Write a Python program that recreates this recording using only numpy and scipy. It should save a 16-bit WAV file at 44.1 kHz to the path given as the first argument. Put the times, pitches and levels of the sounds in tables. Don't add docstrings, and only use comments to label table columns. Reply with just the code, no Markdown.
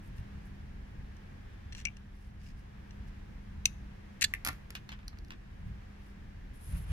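import sys
import numpy as np
from scipy import signal
from scipy.fft import rfft, irfft, next_fast_len
from scipy.io import wavfile
from scipy.ndimage import uniform_filter1d, map_coordinates

SR = 44100
rng = np.random.default_rng(int(sys.argv[2]) if len(sys.argv) > 2 else 0)


def to_wav(sig):
    pcm = np.clip(np.atleast_2d(sig), -1, 1) * 32767
    pcm = np.round(pcm).astype(np.int16)
    wavfile.write(sys.argv[1], SR, pcm.T)


N = 305166

# start_s, level_db, brightness_db_per_octave
RIM_TOUCHES = [(.182, -62, -3), (1.167, -63.5, 3), (1.724, -47, -3), (1.729, -49.5, -1.5),
               (1.7495, -45, -2), (1.968, -55, 0), (2.908, -56.5, -1.5)]
# start_s, relative_level_db, pan_left_db, brightness_db_per_octave
CATCH_SNAPS = [(3.6553, -27, 3, 1), (3.6565, -16.5, 6.5, -.5)]
# start_s, level_db, brightness_db_per_octave
SLIDER_CHATTER = [(4.2113, -34.5, 4), (4.2135, -40, 2), (4.2168, -43, 0), (4.2191, -28, -1.5),
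                  (4.2225, -25, -1), (4.2263, -23.5, -.5), (4.2345, -38, -1.5), (4.2388, -33.5, .5)]
# time_s, pan_left_db
SLIDER_PAN = [(4.222, 7), (4.243, -6)]
# start_s, level_db, pan_left_db,
# brightness_db_per_octave
BOARD_SKIP = [(4.3378, -26.5, 4, 1.5), (4.3405, -42, 0, 7), (4.349, -44, -3, 4)]
# start_s, level_db, brightness_db_per_octave
CARD_KNOCKS = [(4.449, -31, 7), (4.452, -40, 0), (4.456, -44, -1), (4.4595, -42, 1), (4.4647, -32.5, -1),
               (4.4733, -30, 0), (4.4765, -40, -6), (4.484, -35.5, -1.5), (4.4875, -31.5, -1),
               (4.494, -39, -8), (4.502, -46, -6), (4.53, -53, -2), (4.705, -44.5, .5)]
# start_s, level_db, brightness_db_per_octave, first_flight_s, pitch_ratio
LANDINGS = [(4.752, -38, 1, 0.0045, 1), (4.891, -44.5, -1.5, 0.003, 1.12), (4.919, -46, -1, .004, .88),
            (4.926, -47, -2.5, .009, .95), (4.99, -57.5, -3.5, .008, .95), (5.03, -60, -5, .005, .7),
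            (5.13, -56, -6, 0.0066, .7), (5.172, -59, -4, .005, .8), (5.306, -43.5, -2, .015, .98)]

# pitch_hz, relative_level_db, t60_s
RIM_MODES = [(1785, -1, 0.035), (2030, -6, .025), (2760, 1, 0.025), (3350, -5, .016), (4220, -2, 0.022),
             (5760, 1, 0.019), (7320, -9.5, 0.017)]
GROOVE_MODES = [(2310, -1.5, 0.029), (2480, -7, 0.014), (2630, -6, .02), (2770, -5, 0.02),
                (2970, -10, .012), (5620, -8, .01), (5850, -2, 0.01), (7300, -18, .012), (8900, -18, .008)]
CATCH_MODES = [(2140, -3, 0.018), (2380, -4, 0.016), (2590, 6.5, 0.014), (3300, -10, .012), (3600, -8, .01),
               (3860, -4, 0.012), (4270, -9, .014), (4850, -8, 0.011), (6120, 5, 0.0105),
               (10280, -6, 0.009), (11300, -4, 0.009), (12200, -11, .007)]
FRAME_MODES = [(1590, -7, .016), (1850, 0, 0.017), (2100, -1, 0.016), (2340, -3, .014), (2560, 1, 0.016),
               (2740, 0, .02), (3500, -7, 0.012), (4150, -5, .016), (4600, -5, .016), (5920, -2, 0.017),
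               (6840, -5, .014), (7380, -4, 0.018)]
STOP_MODES = [(1725, 2.5, 0.025), (2100, -8, .018), (2560, -6, .016), (2740, -6, .02), (3175, -8, 0.016),
              (3480, -3, .011), (3640, 0, .012), (3830, -3, .011), (4152, -3.5, 0.02), (4370, -7, .016),
              (4540, 0, .02), (4700, -2, .017), (5770, -14, .011), (6840, -12, .018), (7395, -9, .018)]
BOARD_MODES = [(1170, -10, 0.02), (1820, 3, 0.013), (2060, 2, 0.0097), (2390, -8, .008), (2700, -7, 0.008),
               (3600, -19, .008)]
PELLET_MODES = [(3950, -3, .008), (4350, 0, .01), (4800, -1, .009), (5650, -5, .009)]
CARD_MODES = [(290, -7, 0.053), (740, -8, 0.02), (1030, -11, .02), (1216, -3.5, .028), (1390, -1, 0.027),
              (1800, 0, 0.021), (2050, -3, .02), (2340, 1, 0.02), (2650, -3, 0.019)]
DECK_MODES = [(1070, -4, .03), (1540, -3, .025), (1860, 0, .028), (2480, -2, .024), (2760, 0, .026),
              (3170, -3.5, .022), (3430, -4, .026), (3750, -5, .02), (5120, -5, .016), (5920, -7, .016)]
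DECK_BASS_MODES = [(80.6, -3, 0.27), (139, -0.5, 0.21), (189, -2, .12), (231, -1, 0.12)]
# freq_hz, gain_db
GROOVE_CRACK = [(200, -35), (1150, -18), (1850, 0), (3000, 0), (3700, -5), (4300, -3), (5800, 0),
                (7400, -4), (9200, -6), (10600, -13), (12000, -13), (16400, -44)]
CATCH_CRACK = [(200, -28), (1400, -18), (2400, 2), (3200, -4), (4500, -5), (6100, 0), (7000, -4),
               (8000, -3), (9200, -8), (11700, -3.5), (13000, -10), (16400, -36)]
FRAME_CRACK = [(200, -30), (1300, -26), (1850, -3), (3500, 0), (4500, 1), (5400, -6), (7200, -3),
               (9000, -7), (10500, -9), (11700, -8), (13000, -13), (15000, -27), (16400, -46)]
PELLET_CARD_CRACK = [(120, -8), (290, -2), (480, -7), (750, -2), (1400, 0), (3100, -2), (5000, 0),
                     (8000, -8), (9700, -7), (11500, 1.5), (13300, -10), (15800, -28)]
DECK_CRACK = [(150, -15), (650, -2.5), (1000, 2.5), (1500, 4.5), (2700, 4.5), (3500, 1.5), (5900, -3.5),
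              (9100, -14), (12600, -10), (15900, -23)]

# centre_s, length_s, skin_db, plywood_db
FINGER_RUBS = [(0.06, 0.09, -73, -79), (0.18, 0.06, -72, -70), (0.465, 0.056, -75, -79),
               (2.213, 0.23, -79, -75), (2.463, 0.15, -78, -63.5), (2.592, 0.07, -80, -71),
               (3.084, 0.037, -78, -68), (6.06, 0.18, -79, -77)]
# centre_s, length_s, level_db, pitch_ratio
SLEEVE_SCUFFS = [(6.56, .06, -66, 1), (6.69, .22, -58, 1), (6.78, .06, -57, 1.02), (6.825, .07, -62, 1.02),
                 (6.9, .09, -64, .94)]
# freq_hz, gain_db
PLYWOOD_EQ = [(1000, -22), (1700, -3), (2800, 3.5), (3600, -7), (5200, 0), (6600, -7), (9000, -15),
              (15000, -30)]
SCRAPE_EQ = [(900, -19), (1780, 3), (2200, -1), (2800, 0), (3600, -11), (4200, -3), (4900, -10), (5700, -3),
             (7600, -8), (9500, -20), (15000, -25)]
CLOTH_EQ = [(500, -23), (4000, -16), (8000, -16), (9500, -6.5), (10800, -2), (12000, -11), (14500, -22),
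            (16000, -35)]

# freq_hz, t60_s
WALL_DECAY = [(250, .26), (2000, 0.37), (4500, .3), (6200, 0.38), (9000, .31), (12000, 0.33)]
# freq_hz, pan_left_db
PORT_COLOUR = [(1300, -2), (2800, 1), (5800, -0.5), (8100, 0.5), (9900, 4), (11600, -11.5), (13200, -7),
               (15100, -1.7)]
# pitch_hz, level_db
SQUEAL_PARTIALS = [(3130, -75.5), (3480, -74.5), (3828, -81)]
# time_s, gain_db
SQUEAL_FADER = [(1.35, -30), (1.5, -4), (1.58, -4), (1.8, 0.5), (2.05, -7), (2.3, -23)]
# peak_s, buffet_db, air_db, rise_s, fall_s
GUSTS = [(.095, -41, -75, .03, .03), (.2, -40, -70, .02, .03), (.36, -42, -70, .03, .03),
         (5.67, -34, -78, 0.019, 0.057), (6.755, -34, -55.5, 0.052, 0.049),
         (6.915, -31.5, -52.5, 0.033, 0.061)]
# freq_hz, gain_db
BUFFET_EQ = [(10, -13), (25, -3), (70, 1), (140, -4.5), (190, -11), (260, -33), (600, -66)]
AIR_EQ = [(60, -11), (300, 0.5), (650, -2.5), (1800, -3), (2800, -3), (4000, -13.5), (8100, -22),
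          (15900, -36)]
RUMBLE_EQ = [(8, -20.5), (20, -5), (35, 1), (60, 0.5), (100, -5.5), (150, -11.5), (220, -14), (300, -23.5),
             (600, -65)]
HUSH_EQ = [(140, -30.5), (240, -19), (262, -7), (335, -8), (407, -9), (598, -12.5), (726, -11), (1440, -16),
           (1630, -11.5), (4280, -27.5), (5670, -29.5), (8350, -39), (10300, -38.5), (16000, -46)]
# time_s, level_db
RUMBLE_FADER = [(0.1, -46.5), (1.7, -47.5), (2.1, -49), (2.75, -50), (2.95, -44.5), (4.3, -48), (5.0, -47),
                (5.5, -49), (6.5, -48.5)]
HUSH_FADER = [(0.05, -60), (0.3, -58.3), (0.8, -59.3), (2.0, -61.0), (3.0, -60), (5.3, -61), (6.5, -61.0)]
# pitch_hz, level_db
MAINS_PARTIALS = [(100, -66.5), (150, -71.5), (199.9, -60.5)]
# freq_hz, left_right_correlation
AMBIENCE_IMAGE = [(60, 1.0), (130, 0.98), (290, 0.47), (640, -0.59), (1410, 0.045), (3100, 0.048),
                  (6820, -0.11), (15000, -0.0047)]

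SCRAPE_S, SCRAPE_LENGTH_S = 1.791, 0.085


def catapult():
    rocking = bounces(1.855, -27, -12, flight_s=.0142, shrink=1, loss_db=6.5, dull_db=1.5)
    seating = placed([(1.8527, -29.5, 2)] + rocking, pan_db=8.5)
    slam = bounces(4.2417, -21.5, -.5, flight_s=.0028, shrink=.9, loss_db=2.4, dull_db=0)
    touches = placed(RIM_TOUCHES + slips(count=12), pan_db=5.5)
    rim = contacts(touches, RIM_MODES, GROOVE_CRACK, crack_db=-4.5, crack_t60=.026, lead_ms=.12)
    groove = contacts(seating, GROOVE_MODES, GROOVE_CRACK, crack_db=-10, crack_t60=.022, lead_ms=.14)
    catch = contacts(CATCH_SNAPS, CATCH_MODES, CATCH_CRACK, crack_db=-8.5, crack_t60=.03, lead_ms=.14)
    slider = contacts(on_slider(SLIDER_CHATTER), FRAME_MODES, FRAME_CRACK,
                      crack_db=-3.5, crack_t60=.021, lead_ms=.09)
    stop = contacts(on_slider(slam), STOP_MODES, FRAME_CRACK, crack_db=-4.5, crack_t60=.018, lead_ms=.05)
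    return rim + groove + amp(-1.55) * catch + slider + stop


def contacts(hits, modes, crack_eq, crack_db, crack_t60, lead_ms):
    out, t = np.zeros((2, N + SR)), np.arange(SR // 8) / SR
    mode_hz, mode_db, t60 = np.transpose(modes)[:, :, None]
    low_cut = signal.butter(2, 1.35 * mode_hz.min(), "highpass", fs=SR, output="sos")
    for start_s, db, pan_db, bright_db in hits:
        tilt = lambda hz: bright_db * np.log2(np.clip(hz, 1000, 12000) / 3500)
        phase = rng.uniform(0, 2 * np.pi, mode_hz.shape) + rng.normal(0, .18, (2, len(modes), 1))
        ring_db = mode_db + tilt(mode_hz) + rng.normal(0, 1.7, phase.shape)
        contact_s = .00018 * amp(-1.4 * bright_db)
        attack = 1 - np.exp(-t / contact_s)
        detuned_hz = mode_hz * (1 + .005 * rng.uniform(-1, 1, mode_hz.shape))
        partials = amp(ring_db - 60 * t / t60) * np.sin(2 * np.pi * detuned_hz * t + phase)
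        ring = signal.sosfilt(low_cut, attack * partials.sum(axis=1))
        grit = rng.standard_normal(len(t)) + 1.2 * rng.standard_normal((2, len(t)))
        grit *= amp(-60 * t / crack_t60)
        grit[:, 0] += 7
        grit = np.pad(grit, ((0, 0), (16, 0)))
        crack = filtered(grit, lambda hz: amp(along(crack_eq, hz) + tilt(hz)))[:, :len(t)]
        hit = unit(unit(ring) + amp(crack_db + bright_db) * unit(crack))
        hit = hit * np.sqrt(.005 / t[-1]) * amp(db) * sides(pan_db)
        out[0, round(start_s * SR):][:len(t)] += hit[0]
        out[1, round((start_s + lead_ms / 1000) * SR):][:len(t)] += hit[1]
    return out[:, :N]


def bounces(start_s, db, bright_db, flight_s, shrink, loss_db, dull_db):
    k = np.arange(3)
    elapsed_s = np.concatenate([[0], np.cumsum(flight_s * shrink ** k)[:-1]])
    return list(zip(start_s + elapsed_s, db - loss_db * k, bright_db - dull_db * k))


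def slips(count):
    jitter, strength = rng.uniform(-1, 1, (count, 2)).T
    position = (np.arange(count) + .5 + jitter / 2) / count - .5
    level_db = -55 + 2.5 * strength + 20 * np.log10(np.cos(np.pi * position) + .01)
    return [(s, db, -1) for s, db in zip(SCRAPE_S + SCRAPE_LENGTH_S * position, level_db)]


def on_slider(hits):
    return [(s, db, np.interp(s, *np.transpose(SLIDER_PAN)), bright_db) for s, db, bright_db in hits]


def pellet():
    land_s, land_db, flight_s, shrink = 5.0808, -42.5, .106, .575
    rebounds = bounces(land_s + flight_s, land_db - 14, -.71, flight_s * shrink, shrink,
                       loss_db=5, dull_db=-1.5)
    hops = placed([(land_s, land_db, .6)] + rebounds, pan_db=1.2)
    skip = contacts(BOARD_SKIP, BOARD_MODES, PELLET_CARD_CRACK,
                    crack_db=-16.5, crack_t60=.02, lead_ms=-.11)
    patter = contacts(hops, PELLET_MODES, PELLET_CARD_CRACK, crack_db=-4.5, crack_t60=.011, lead_ms=-.18)
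    return skip + patter


def card_target():
    knocks = placed(CARD_KNOCKS, pan_db=.3)
    return contacts(knocks, CARD_MODES, PELLET_CARD_CRACK, crack_db=2, crack_t60=.017, lead_ms=-.17)


def falling_pieces():
    out = np.zeros((2, N))
    for *landing, pitch_ratio in LANDINGS:
        hits = placed(bounces(*landing, shrink=.95, loss_db=7, dull_db=.8), pan_db=-.7)
        modes = np.multiply(DECK_MODES, [pitch_ratio, 1, 1])
        out += contacts(hits, modes, DECK_CRACK, crack_db=2, crack_t60=.018, lead_ms=-.24)
    return out


def deck_thud(start_s=4.474, gain_db=-44):
    t = np.maximum(np.arange(N) / SR - start_s, 0)
    ring = sum(amp(db - 60 * t / t60) * np.sin(2 * np.pi * hz * t) for hz, db, t60 in DECK_BASS_MODES)
    return amp(gain_db) * ring


def rubbing():
    skin_eq = lambda hz: -np.minimum(28 * np.log2((hz + 1) / 10000) ** 2, 50)
    plywood_eq = lambda hz: along(PLYWOOD_EQ, hz)
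    fingers = sum(stroke(s, length_s, skin_db, skin_eq) + stroke(s, length_s, plywood_db, plywood_eq)
                  for s, length_s, skin_db, plywood_db in FINGER_RUBS)
    scrape = stroke(SCRAPE_S, SCRAPE_LENGTH_S, db=-54.5, eq=lambda hz: along(SCRAPE_EQ, hz))
    sleeve = sum(stroke(s, length_s, db, lambda hz: along(CLOTH_EQ, hz / pitch_ratio), grain_db=1.5)
                 for s, length_s, db, pitch_ratio in SLEEVE_SCUFFS)
    return fingers + scrape + sleeve


def stroke(centre_s, length_s, db, eq, grain_db=3.6):
    t, out = np.arange(N) / SR, np.zeros((2, N))
    span = np.abs(t - centre_s) < length_s / 2
    hiss = noise(eq, lambda hz: np.full_like(hz, .1), span.sum())
    grain = amp(grain_db * unit(uniform_filter1d(rng.standard_normal(span.sum()), size=140)))
    swell = np.cos(np.pi * (t[span] - centre_s) / length_s)
    out[:, span] = amp(db) * swell * unit(hiss * grain)
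    return out


def yard_reverb(x, boards_db, walls_db, boards_t60=.075):
    hz, frame_s, spectrum = signal.stft(rng.standard_normal((2, SR // 2)), SR, nperseg=256)
    wall_decay = amp(-60 * frame_s / along(WALL_DECAY, hz)[:, None])
    walls = signal.istft(spectrum * wall_decay, SR, nperseg=256)[1]
    t = np.arange(walls.shape[1]) / SR
    boards_eq = lambda hz: along([(300, -5), (1200, -1), (3000, 1), (6000, -4), (14000, -10)], hz)
    boards = noise(boards_eq, lambda hz: np.full_like(hz, .2), len(t))
    boards *= amp(-60 * t / boards_t60) * np.clip((t - .005) / .007, 0, 1)
    impulse = amp(boards_db) * unit(boards) + amp(walls_db) * unit(walls * (t > .015))
    return signal.fftconvolve(x, impulse / np.sqrt(len(t)), axes=1)[:, :N]


def far_squeal():
    t, fader_db = np.arange(N) / SR, curve(SQUEAL_FADER)
    gate = (t > SQUEAL_FADER[0][0]) & (t < SQUEAL_FADER[-1][0])
    channel = lambda: sum(amp(db + fader_db + 2.3 * wobble(8.9)) * np.sin(2 * np.pi * hz * t + wobble(14))
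                          for hz, db in SQUEAL_PARTIALS)
    return gate * np.array([channel(), channel()])


def wind():
    t = np.arange(N) / SR
    peak_s, buffet_db, air_db, rise_s, fall_s = np.transpose(GUSTS)[:, :, None]
    gusts = np.exp(-np.maximum((peak_s - t) / rise_s, (t - peak_s) / fall_s))
    buffet = np.sum(amp(buffet_db) * gusts, axis=0) * noise_bed(BUFFET_EQ)
    air = np.sum(amp(air_db) * gusts, axis=0) * noise_bed(AIR_EQ)
    return buffet + air


def mains_hum():
    t = np.arange(N) / SR
    return sum(amp(db + 2.24 * wobble(2.985)) * np.sqrt(2) * np.sin(2 * np.pi * hz * t + .11 * wobble(3.6))
               for hz, db in MAINS_PARTIALS)


def far_drone(pitch_hz=323):
    return stroke(5.27, length_s=.32, db=-62.5, eq=lambda hz: -np.minimum(abs(hz - pitch_hz) / 5, 70))


def ambience():
    rumble = amp(curve(RUMBLE_FADER) + 1.46 * wobble(9)) * noise_bed(RUMBLE_EQ)
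    hush = amp(curve(HUSH_FADER) + .96 * wobble(1.72)) * noise_bed(HUSH_EQ)
    return from_left(rumble + wind(), lead_ms=.55) + hush + mains_hum() + far_drone()


def noise_bed(eq_points):
    return noise(lambda hz: along(eq_points, hz), lambda hz: along(AMBIENCE_IMAGE, hz), N)


def noise(eq, correlation, size):
    def response(hz):
        width = np.arccos(np.clip(correlation(hz), -1, 1)) / 2
        return amp(eq(hz)) * [np.cos(width), np.sin(width)]
    mid, side = filtered(rng.standard_normal((2, size)), response)
    return unit(np.array([mid + side, mid - side]))


def placed(hits, pan_db):
    return [(s, db, pan_db, bright_db) for s, db, bright_db in hits]


def sides(pan_db):
    pair = amp(np.array([np.atleast_1d(pan_db), -np.atleast_1d(pan_db)]) / 2)
    return pair / np.sqrt(np.mean(pair ** 2, axis=0))


def from_left(x, lead_ms):
    return filtered(x, lambda hz: np.exp(1j * np.pi * hz * lead_ms / 1000 * np.array([[1], [-1]])))


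def filtered(x, response):
    n = x.shape[-1]
    padded = next_fast_len(n + 8192)
    return irfft(rfft(x, padded) * response(np.fft.rfftfreq(padded, 1 / SR)), padded)[..., :n]


def along(points, hz):
    point_hz, values = np.transpose(points)
    return np.interp(np.log(hz + 1), np.log(point_hz + 1), values)


def curve(points):
    return np.interp(np.arange(N) / SR, *np.transpose(points))


def wobble(rate_hz):
    return map_coordinates(rng.standard_normal(int(N * rate_hz / SR) + 4), [np.arange(N) * rate_hz / SR])


def amp(db):
    return 10 ** (np.asarray(db) / 20)


def unit(x):
    return x / np.sqrt(np.mean(x ** 2) + 1e-20)


def scene():
    clicks, hops, card, pieces = catapult(), pellet(), card_target(), falling_pieces()
    reverb = (yard_reverb(clicks, boards_db=-26, walls_db=-32)
              + yard_reverb(hops, boards_db=-17.5, walls_db=-23)
              + yard_reverb(card, boards_db=-16, walls_db=-24, boards_t60=.17)
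              + yard_reverb(pieces, boards_db=-9.5, walls_db=-21))
    impacts = filtered(clicks + hops + card + pieces + reverb, lambda hz: sides(along(PORT_COLOUR, hz)))
    return impacts + deck_thud() + rubbing() + far_squeal() + ambience()


def record(dry):
    return filtered(dry, lambda hz: np.clip((16400 - hz) / 600, 0, 1))


dry = scene()
out = record(dry)
to_wav(out)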